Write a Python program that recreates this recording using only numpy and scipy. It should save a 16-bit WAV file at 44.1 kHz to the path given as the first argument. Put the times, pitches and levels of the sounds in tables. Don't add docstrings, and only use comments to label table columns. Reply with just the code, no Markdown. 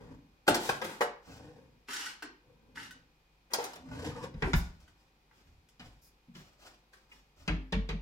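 import sys
import numpy as np
from scipy import signal
from scipy.fft import rfft, irfft, next_fast_len
from scipy.io import wavfile
from scipy.ndimage import map_coordinates

SR = 44100
rng = np.random.default_rng(int(sys.argv[2]) if len(sys.argv) > 2 else 0)


def to_wav(sig):
    pcm = np.clip(np.atleast_2d(sig), -1, 1) * 32767
    pcm = np.round(pcm).astype(np.int16)
    wavfile.write(sys.argv[1], SR, pcm.T)


N = 353391
TIME = np.arange(N) / SR
AGE = TIME[:SR * 3 // 4]


def amp(db):
    return 10 ** (np.asarray(db) / 20)


def unit(x):
    return x / np.sqrt(np.mean(x ** 2) + 1e-20)


def along(points, hz):
    f, v = np.transpose(points)
    return np.interp(np.log(hz + 1), np.log(f + 1), v)


def fade(t, t60):
    return np.exp(-np.log(1000) * t / t60)


def filtered(x, response):
    n = x.shape[-1]
    m = next_fast_len(n + 8192)
    return irfft(rfft(x, m) * response(np.fft.rfftfreq(m, 1 / SR)), m)[..., :n]


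def split(x, colour, split_hz):
    low = filtered(x, lambda hz: amp(along(colour, hz)) / (1 + (hz / split_hz) ** 6))
    high = filtered(x, lambda hz: amp(along(colour, hz))) - low
    return unit(low), unit(high)


def wobble(rate):
    return map_coordinates(rng.standard_normal(int(N * rate / SR) + 4), [TIME * rate], order=1)


def gains(rows, rise_share, release_t60):
    total = np.zeros((2, N))
    for start, length, low_db, high_db in rows:
        age = np.maximum(TIME - start, 0)
        swell = np.sin(np.pi / 2 * np.minimum(age / (rise_share * length), 1)) ** 2
        release = fade(np.maximum(age - length, 0), release_t60)
        total += amp([[low_db], [high_db]]) * swell * release
    return total


def add(track, s, sound):
    part = track[round(s * SR):][:len(sound)]
    part += sound[:len(part)]


def ring(modes, scatter_db, detune=.007, damping=1.215):
    hz, db, t60, swell = np.transpose(modes)[:, :, None]
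    size = amp(db + scatter_db * rng.standard_normal(hz.shape))
    pitch = hz * (1 + detune * rng.standard_normal(hz.shape))
    envelope = fade(AGE, t60 / damping) * (1 - np.exp(-(AGE / swell) ** 2))
    return np.sum(size * envelope * np.sin(2 * np.pi * pitch * AGE), axis=0)


def struck(hits, modes, colour, click_t60, rise, scatter_db):
    contact, ringing = np.zeros((2, N))
    for s, clack, click, body, t60, *_ in hits:
        low, high = split(rng.standard_normal(len(AGE)), colour, split_hz=3870)
        add(contact, s, amp(clack) * low * fade(AGE, t60) * (1 - np.exp(-AGE / rise)))
        add(contact, s, amp(click) * high * fade(AGE, click_t60) * (1 - np.exp(-2 * AGE / rise)))
        add(ringing, s, amp(body) * ring(modes, scatter_db))
    return contact, ringing


def rubbed(gain, colour, split_hz, grain_db, grain_rate):
    slips = rng.standard_normal(N) * amp(grain_db * wobble(grain_rate))
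    return np.sum(gain * split(slips, colour, split_hz), axis=0)


def rattle(gain, span, modes, count, level_db, spread_db, detune):
    track = np.zeros(N)
    moments = rng.uniform(*span, size=count)
    for s, size in zip(moments, rng.standard_normal(size=count)):
        level = gain[round(s * SR)] * amp(level_db + spread_db * size)
        add(track, s, level * ring(modes, scatter_db=4, detune=detune, damping=1.8))
    return track


def diffuse(n):
    def mid_side(hz):
        turn = np.arccos(np.sinc(hz / 1150)) / 2
        return np.array([np.cos(turn), np.sin(turn)])

    mid, side = filtered(rng.standard_normal((2, n)), mid_side)
    return np.array([mid + side, mid - side])


def answer(near, far):
    # f/Hz, t60/s
    room_decay = [(100, 0.39), (300, 0.42), (1000, 0.41), (5000, 0.34), (13000, 0.053)]
    # f/Hz, level/dB
    wet_level = [(60, -7.5), (200, -2), (600, -4.5), (3000, -5.5), (12000, -0.5)]
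    hz, t, z = signal.stft(diffuse(len(AGE)), SR, nperseg=256)
    t60 = along(room_decay, hz)[:, None]
    energy_scale = np.sqrt(2 * np.log(1000) / (t60 * SR))
    z = z * fade(t, t60) * amp(along(wet_level, hz))[:, None] * energy_scale
    tail = signal.istft(z, SR, nperseg=256)[1][:, :len(AGE)] * (1 - np.exp(-AGE / .004))
    walls = diffuse(len(AGE)) * fade(AGE, 0.054)
    early = signal.fftconvolve([near], amp(-2.5) * walls / np.linalg.norm(walls[0]), axes=1)
    return (early + signal.fftconvolve([far], tail, axes=1))[:, :N]


def in_kitchen(near, far, count=4):
    shift_s = 0.22
    echoes = np.zeros((2, N))
    for k in range(count):
        away = np.abs((TIME / shift_s - k) % count - count / 2)
        share = np.cos(np.pi / 2 * np.minimum(away, 1))
        echoes += answer(share * near, share * far)
    return echoes


def placed(contact, ringing, lead_ms, wet_db):
    def lead(hz):
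        return np.exp(1j * np.pi * hz * lead_ms / 1000 * np.array([[1], [-1]]))

    direct = filtered(amp(-3.5) * contact + ringing, lead)
    return np.vstack([direct, contact, amp(wet_db) * (contact + amp(-5) * ringing)])


def fridge():
    # f/Hz, mean rms level/dB
    hum_tones = [(49, -72.5), (150.5, -83), (2460, -87)]
    # f/Hz, relative level/dB per Hz
    air_colour = [(12, -47.5), (20, -13), (55, -17), (98, -24), (154, -18.5), (172, -21.5), (527, -25.5),
                  (660, -34), (718, -24), (1710, -32), (2460, -28.5), (2750, -32), (4670, -34.5),
                  (9500, -49), (12000, -44.5), (16000, -48.5)]
    hum = 0
    for hz, db in hum_tones:
        level = amp(db + 1.1 * wobble(1.4)) * np.sqrt(2)
        hum = hum + level * np.sin(2 * np.pi * hz * TIME + .5 * wobble(3.3))
    air = unit(filtered(diffuse(N), lambda hz: amp(along(air_colour, hz))))
    return hum + amp(-70) * air


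def steps():
    # start t/s, length/s, floor thump level/dB, rustle level/dB
    step_rows = [(1.2, 0.16, -73, -57.5), (4.63, 0.037, -51, -63), (4.76, 0.1, -65, -69.5),
                 (4.95, 0.056, -75.5, -73.5), (5.3, 0.088, -66.5, -67), (5.43, 0.076, -59, -76.5),
                 (5.79, 0.069, -55.5, -63), (6.02, 0.035, -69, -82), (6.33, 0.046, -61, -56),
                 (6.44, 0.034, -74, -72), (6.57, 0.11, -70, -58.5), (6.92, 0.019, -72.5, -61.5),
                 (7.08, 0.057, -71, -62.5), (7.35, 0.081, -58, -62)]
    # f/Hz, relative level/dB per Hz
    step_colour = [(15, -33), (25, 1), (53, 1.5), (212, -10.5), (384, -16), (476, -28), (516, -15.5),
                   (734, -19.5), (988, -19), (2110, -23), (5430, -25.5), (10000, -39), (16000, -39)]
    motion = gains(step_rows, rise_share=0.65, release_t60=0.44)
    return rubbed(motion, step_colour, split_hz=235, grain_db=3.5, grain_rate=70)


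def cupboard():
    # t/s, clack level/dB, click level/dB, body level/dB, clack t60/s
    pull_rows = [(5.795, -47, -48, -48.5, 0.17), (6.282, -69.5, -87, -50.5, 0.12),
                 (6.35, -52, -50.5, -46.5, 0.11)]
    # t/s, clack level/dB, click level/dB, body level/dB, clack t60/s
    slap_rows = [(7.477, -21.5, -21, -10.5, 0.09), (7.723, -23.5, -20.5, -13, 0.079),
                 (7.889, -31.5, -24.5, -19, 0.11)]
    # f/Hz, level/dB, t60/s before damping, swell/s
    panel_modes = [(49.7, -12, 0.27, 0.06), (152, -2.5, 0.39, 0.028), (183.5, 5.5, 0.17, 0.0082),
                   (237, -1.5, 0.26, 0.0034)]
    # f/Hz, level/dB, t60/s before damping, swell/s
    leaf_modes = [(48.7, -7.5, 0.49, 0.026), (87, -10, 0.26, 0.045), (157.6, -24, 0.32, 0.0016),
                  (179.5, -16, 0.28, 0.0075), (258, -33, 0.81, 0.035), (306, -22, 0.29, 0.023),
                  (414, -31, 0.32, 0.001), (453, -31, 0.46, 0.00083), (568, -40.5, 0.57, 0.001),
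                  (614, -41, 0.28, 0.032), (905, -26.5, 0.074, 0.0012)]
    # f/Hz, level/dB, t60/s before damping, swell/s
    air_modes = [(168.5, -0.5, 0.12, 0.02), (199.5, -9.5, 0.13, 0.014)]
    # f/Hz, level/dB, t60/s before damping, swell/s
    dish_modes = [(1950, -5, 0.097, 0.0074), (2180, 3, 0.082, .008), (2500, 0, 0.088, 0.0055),
                  (2850, 1, .09, 0.006)]
    # f/Hz, relative level/dB per Hz
    slap_colour = [(120, -14), (200, -9), (450, -15), (900, -13), (1500, -13), (2400, -10), (3300, -16),
                   (4500, -23), (6500, -36), (9000, -48), (16000, -59)]
    pulls = struck(pull_rows, panel_modes, slap_colour, click_t60=0.054, rise=0.0029, scatter_db=2.5)
    slams = struck(slap_rows, leaf_modes, slap_colour, click_t60=0.015, rise=0.0066, scatter_db=3.1)
    contact, ringing = np.add(pulls, slams)
    for s, _, _, body, _ in slap_rows:
        add(ringing, s + 0.04, amp(body) * ring(air_modes, scatter_db=4.8))
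    add(ringing, 7.114, amp(-45) * ring(dish_modes, scatter_db=2.0))
    return contact, ringing


def metal_glides():
    # start t/s, length/s, hiss level/dB, top fizz level/dB
    glide_rows = [(4.55, 0.021, -60, -46), (6.01, 0.06, -71, -66.5)]
    # f/Hz, relative level/dB per Hz
    glide_colour = [(2000, -37), (5000, 9), (8500, -2), (11000, 2.5), (16000, -2.5)]
    motion = gains(glide_rows, rise_share=0.22, release_t60=0.15)
    return rubbed(motion, glide_colour, split_hz=15000, grain_db=2.5, grain_rate=290)


def worktop():
    # start t/s, length/s, scrape level/dB, fizz level/dB
    slide_rows = [(1.865, 0.2, -46, -50.5), (2.745, 0.086, -51, -58.5), (4.425, 0.057, -63, -61),
                  (4.545, 0.013, -67, -49.5)]
    # f/Hz, relative level/dB per Hz
    scrape_colour = [(180, -45), (300, -15), (656, -26), (814, -9), (1100, -12), (1530, -3), (2440, -11),
                     (2880, -5), (3460, -12), (5080, -11), (11900, -24), (16000, -36)]
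    # t/s, clack level/dB, click level/dB, body level/dB, clack t60/s
    tap_rows = [(1.884, -41.5, -51.5, -49, 0.15), (1.933, -54, -32.5, -36, 0.07),
                (2.065, -46.5, -67, -34.5, 0.036), (2.223, -36, -41.5, -47, 0.068),
                (2.772, -40, -62, -37.5, 0.089), (2.908, -55, -46, -46.5, 0.069),
                (4.802, -75, -61, -80, 0.02), (4.878, -60.5, -61, -61, 0.071),
                (5.311, -52.5, -76, -69, 0.03), (5.687, -72, -57.5, -78, 0.062),
                (6.934, -55, -55.5, -76.5, 0.065), (7.117, -62, -63.5, -81, 0.086)]
    # f/Hz, level/dB, t60/s before damping, swell/s
    lid_modes = [(1507, -2.5, 0.13, 0.00077), (1925, 9, 0.035, 0.0049), (2846, -16, 0.079, .001)]
    # f/Hz, relative level/dB per Hz
    tap_colour = [(71, -58), (120, -15.5), (231, 2), (643, -17.5), (874, -3.5), (1940, -2), (2200, -9.5),
                  (2990, -12.5), (3590, -23), (11300, -41.5), (16000, -44)]
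    motion = gains(slide_rows, rise_share=0.25, release_t60=0.27)
    scrape = rubbed(motion, scrape_colour, split_hz=3700, grain_db=3.5, grain_rate=250)
    contact, ringing = struck(tap_rows, lid_modes, tap_colour, click_t60=0.033, rise=0.0012, scatter_db=1.5)
    return scrape + contact, ringing


def push():
    # t/s, rumble level/dB, bearing hiss level/dB, both before the surges
    push_curve = [(3.76, -61, -77), (3.87, -47.5, -68.5), (3.94, -41.5, -57.5), (4.02, -40, -51.5),
                  (4.09, -40, -50), (4.15, -45, -60.5), (4.24, -41.5, -51), (4.32, -52.5, -84),
                  (4.41, -51, -62.5), (4.45, -32.5, -72), (4.53, -46, -64)]
    s, *levels = np.transpose(push_curve)
    return amp([np.interp(TIME, s, db, left=-140, right=-140) for db in levels])


def damper(jitter, rough_db):
    # t/s, mean pitch f/Hz, mean level/dB
    groan_curve = [(4.43, 392, -58), (4.455, 388, -39), (4.485, 382, -33), (4.508, 376, -41),
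                   (4.525, 372, -58)]
    s, pitch, db = np.transpose(groan_curve)
    rough_pitch = np.interp(TIME, s, pitch) * (1 + jitter * wobble(300))
    phase = 2 * np.pi * np.cumsum(rough_pitch) / SR
    level = np.interp(TIME, s, db, left=-140, right=-140)
    return amp(level + rough_db * wobble(250)) * (np.sin(phase) + amp(-12.0) * np.sin(2 * phase))


def drawer():
    # start t/s,
    # length/s, rumble level/dB, bearing hiss level/dB, both before the surges
    nudge_rows = [(0.0, 0.0036, -44.5, -67), (1.22, 0.26, -49.5, -68.5), (2.35, 0.46, -63.5, -97),
                  (2.755, 0.019, -59.5, -69)]
    # f/Hz, relative level/dB per Hz
    roll_colour = [(21, -37.5), (35, -10), (159, -0.5), (210, -6.5), (245, -2), (294, -4), (370, -21.5),
                   (490, -8.5), (667, -22), (1090, -20), (1330, -32), (1480, -21.5), (3350, -29.5),
                   (5450, -32), (16000, -53)]
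    # f/Hz, level/dB, t60/s before damping, swell/s
    utensil_modes = [(497, 1, 0.09, 0.0027), (1039, 8, 0.2, 0.0029), (1330, -8, 0.1, 0.0022),
                     (1546, -3, 0.2, .001)]
    # t/s, clack level/dB, click level/dB, body level/dB, clack t60/s
    bump_rows = [(4.34, -57, -52, -29.5, 0.14), (4.422, -26.5, -31, -20, 0.18),
                 (4.533, -22.5, -22, -13, 0.095)]
    # f/Hz, level/dB, t60/s before damping, swell/s
    drawer_modes = [(38, -2.5, 0.21, 0.009), (62, -6.3, 0.38, 0.011), (87, 0.0, 0.12, 0.011),
                    (121, -8.6, 0.15, 0.015), (154, -2.5, 0.14, 0.007), (170, -18.6, 0.49, 0.004),
                    (185, -25.6, 0.52, 0.006), (211, -6.3, 0.13, 0.01), (254, -10.7, 0.12, 0.002)]
    # f/Hz, relative level/dB per Hz
    bump_colour = [(120, -11), (200, -9.5), (491, -16), (1060, -12), (1270, -21), (1400, -12),
                   (2170, -17.5), (2380, -14.5), (3250, -28), (4680, -35), (10100, -65.5), (16000, -76)]
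    surges = amp(1.6 * wobble(28))
    motion = (push() + gains(nudge_rows, rise_share=0.41, release_t60=0.86)) * surges
    roll = rubbed(motion, roll_colour, split_hz=1500, grain_db=3.5, grain_rate=200)
    jiggle = rattle(motion[0], (3.9, 4.3), utensil_modes, count=22, level_db=-14, spread_db=0.5, detune=0.115)
    contact, ringing = struck(bump_rows, drawer_modes, bump_colour,
                              click_t60=0.02, rise=0.00096, scatter_db=1.06)
    return roll + contact, ringing + jiggle + damper(jitter=.08, rough_db=2.0)


def plastic():
    # t/s, clack level/dB, click level/dB, body level/dB, clack t60/s
    handle_rows = [(1.007, -19, -34.5, -22, 0.12)]
    # t/s, clack level/dB, click level/dB, body level/dB, clack t60/s
    lid_rows = [(3.5344, -23, -19, -52, 0.038), (3.5444, -24, -47, -51, 0.05),
                (3.5848, -39, -43, -31, 0.31), (3.6404, -36, -31, -50, 0.11),
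                (3.7324, -41, -46, -58, 0.066), (3.7569, -43.5, -46.5, -54, 0.095)]
    # f/Hz, level/dB, t60/s before damping, swell/s
    divider_modes = [(434, -8.5, 0.24, 0.001), (476, -3.4, 0.25, 0.001), (591, -8.7, 0.28, 0.005),
                     (723, -8.2, 0.27, 0.004), (819, -4, 0.12, 0.002), (878, -12.6, 0.32, 0.002),
                     (1119, -13.5, 0.21, 0.001), (1239, -15.1, 0.26, 0.008), (1371, -16.5, 0.3, 0.001),
                     (1707, -17.2, 0.27, 0.001), (1926, -15.6, 0.16, 0.002), (2139, -25.5, 0.32, 0.002)]
    # f/Hz, relative level/dB per Hz
    handle_colour = [(88, -64), (150, -20.5), (321, -19), (484, -5.5), (662, -15), (800, -3), (900, -9),
                     (1560, -13.5), (1690, -14), (2980, -26.5), (5150, -38.5), (16000, -50)]
    # f/Hz, relative level/dB per Hz
    lid_colour = [(150, -40), (300, -10), (500, -6), (850, -2), (1300, -13), (3000, -13), (5400, -11),
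                  (9000, -19), (16000, -23)]
    handle = struck(handle_rows, divider_modes, handle_colour, click_t60=0.12, rise=0.0034, scatter_db=3.0)
    lid = struck(lid_rows, divider_modes, lid_colour, click_t60=0.029, rise=0.0019, scatter_db=3.5)
    return np.add(handle, lid)


def tray():
    # t/s, clack level/dB, click level/dB, body level/dB, clack t60/s, steel ring level/dB
    landing_rows = [(0.477, -3.5, -20.5, -21, 0.038, -34.5), (0.485, -16, -27.5, -28, 0.017, -36.5),
                    (0.543, -24.5, -24, -42.5, 0.11, -27), (0.69, -8, -31, -42, 0.029, -38.5),
                    (0.814, -23, -40, -45, 0.07, -43), (0.842, -25.5, -34, -46, 0.06, -55.5)]
    # f/Hz, level/dB, t60/s before damping, swell/s
    tray_modes = [(46, -22, 0.55, 0.02), (89, -30, 0.45, 0.02), (172, -12.2, 0.46, 0.001),
                  (205, -19.2, 0.54, 0.001), (236, -14.4, 0.55, 0.02), (292, -3.4, 0.25, 0.016),
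                  (345, -7.5, 0.36, 0.003), (374, 0.0, 0.12, 0.002), (428, -11.4, 0.43, 0.004),
                  (475, -17.3, 0.55, 0.017), (545, -1.1, 0.27, 0.002), (606, -6.3, 0.31, 0.001),
                  (703, -3.6, 0.31, 0.003), (817, -18.4, 0.53, 0.009), (872, -9.6, 0.41, 0.001)]
    # f/Hz, level/dB, t60/s before damping, swell/s
    cup_modes = [(1119, -10.0, 0.32, 0.001), (1520, -6.0, 0.32, 0.001), (1648, -11.2, 0.47, 0.001),
                 (2026, -8.3, 0.29, 0.001), (2350, 0.0, 0.17, 0.003), (3621, -9.1, 0.22, 0.001),
                 (4577, -4.9, 0.19, 0.001), (4752, -6.2, 0.24, 0.001), (5480, -5.9, 0.18, 0.001),
                 (6060, -1.7, 0.12, 0.001), (6513, -20.6, 0.47, 0.001), (7551, -20.6, 0.4, 0.001)]
    # start t/s, length/s, scrape level/dB, fizz level/dB
    skid_rows = [(0.464, 0.011, -41.5, -52), (0.55, 0.13, -46, -45), (0.84, 0.07, -47.5, -54.5),
                 (3.495, 0.031, -50.5, -61), (3.56, 0.082, -49, -54)]
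    # f/Hz, relative level/dB per Hz
    tray_colour = [(53, -48.5), (90, -17.5), (290, -7), (478, -9.5), (544, -6.5), (647, -21.5), (706, -7.5),
                   (1290, -11), (1510, -8.5), (1790, -14.5), (4170, -19.5), (5410, -23.5), (16000, -32.5)]
    contact, ringing = struck(landing_rows, tray_modes, tray_colour,
                              click_t60=0.05, rise=0.0077, scatter_db=0.5)
    for s, *_, steel in landing_rows:
        add(ringing, s, amp(steel) * ring(cup_modes, scatter_db=3, damping=3.8))
    motion = gains(skid_rows, rise_share=0.81, release_t60=0.39)
    skid = rubbed(motion, tray_colour, split_hz=3000, grain_db=1.5, grain_rate=300)
    chatter = rattle(motion[1], (0.57, 0.96), cup_modes, count=10, level_db=-14.5, spread_db=3, detune=.006)
    return contact + skid + chatter, ringing


def scene():
    sources = placed(steps(), 0, lead_ms=0.14, wet_db=1.0)
    sources += placed(*cupboard(), lead_ms=0.14, wet_db=1.0)
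    sources += placed(metal_glides(), 0, lead_ms=-0.017, wet_db=5)
    sources += placed(*worktop(), lead_ms=-0.017, wet_db=5)
    sources += placed(*drawer(), lead_ms=.15, wet_db=-1)
    sources += placed(*plastic(), lead_ms=0.186, wet_db=-0.5)
    sources += placed(*tray(), lead_ms=0.15, wet_db=3.0)
    left, right, near, far = sources
    return np.array([left, right]) + in_kitchen(near, far) + fridge()


def record(dry):
    low_cut_hz, top_hz = 20, 15900

    def response(hz):
        mismatch = np.exp(np.array([[1], [-1]]) * (0.028 + .13j / (1 + hz / 140)))
        low_cut = signal.freqs(*signal.butter(3, low_cut_hz, 'high', analog=True), hz)[1]
        return mismatch * low_cut * np.clip((top_hz - hz) / 300 + .5, 0, 1)

    return filtered(dry, response)


dry = scene()
out = record(dry)
to_wav(out)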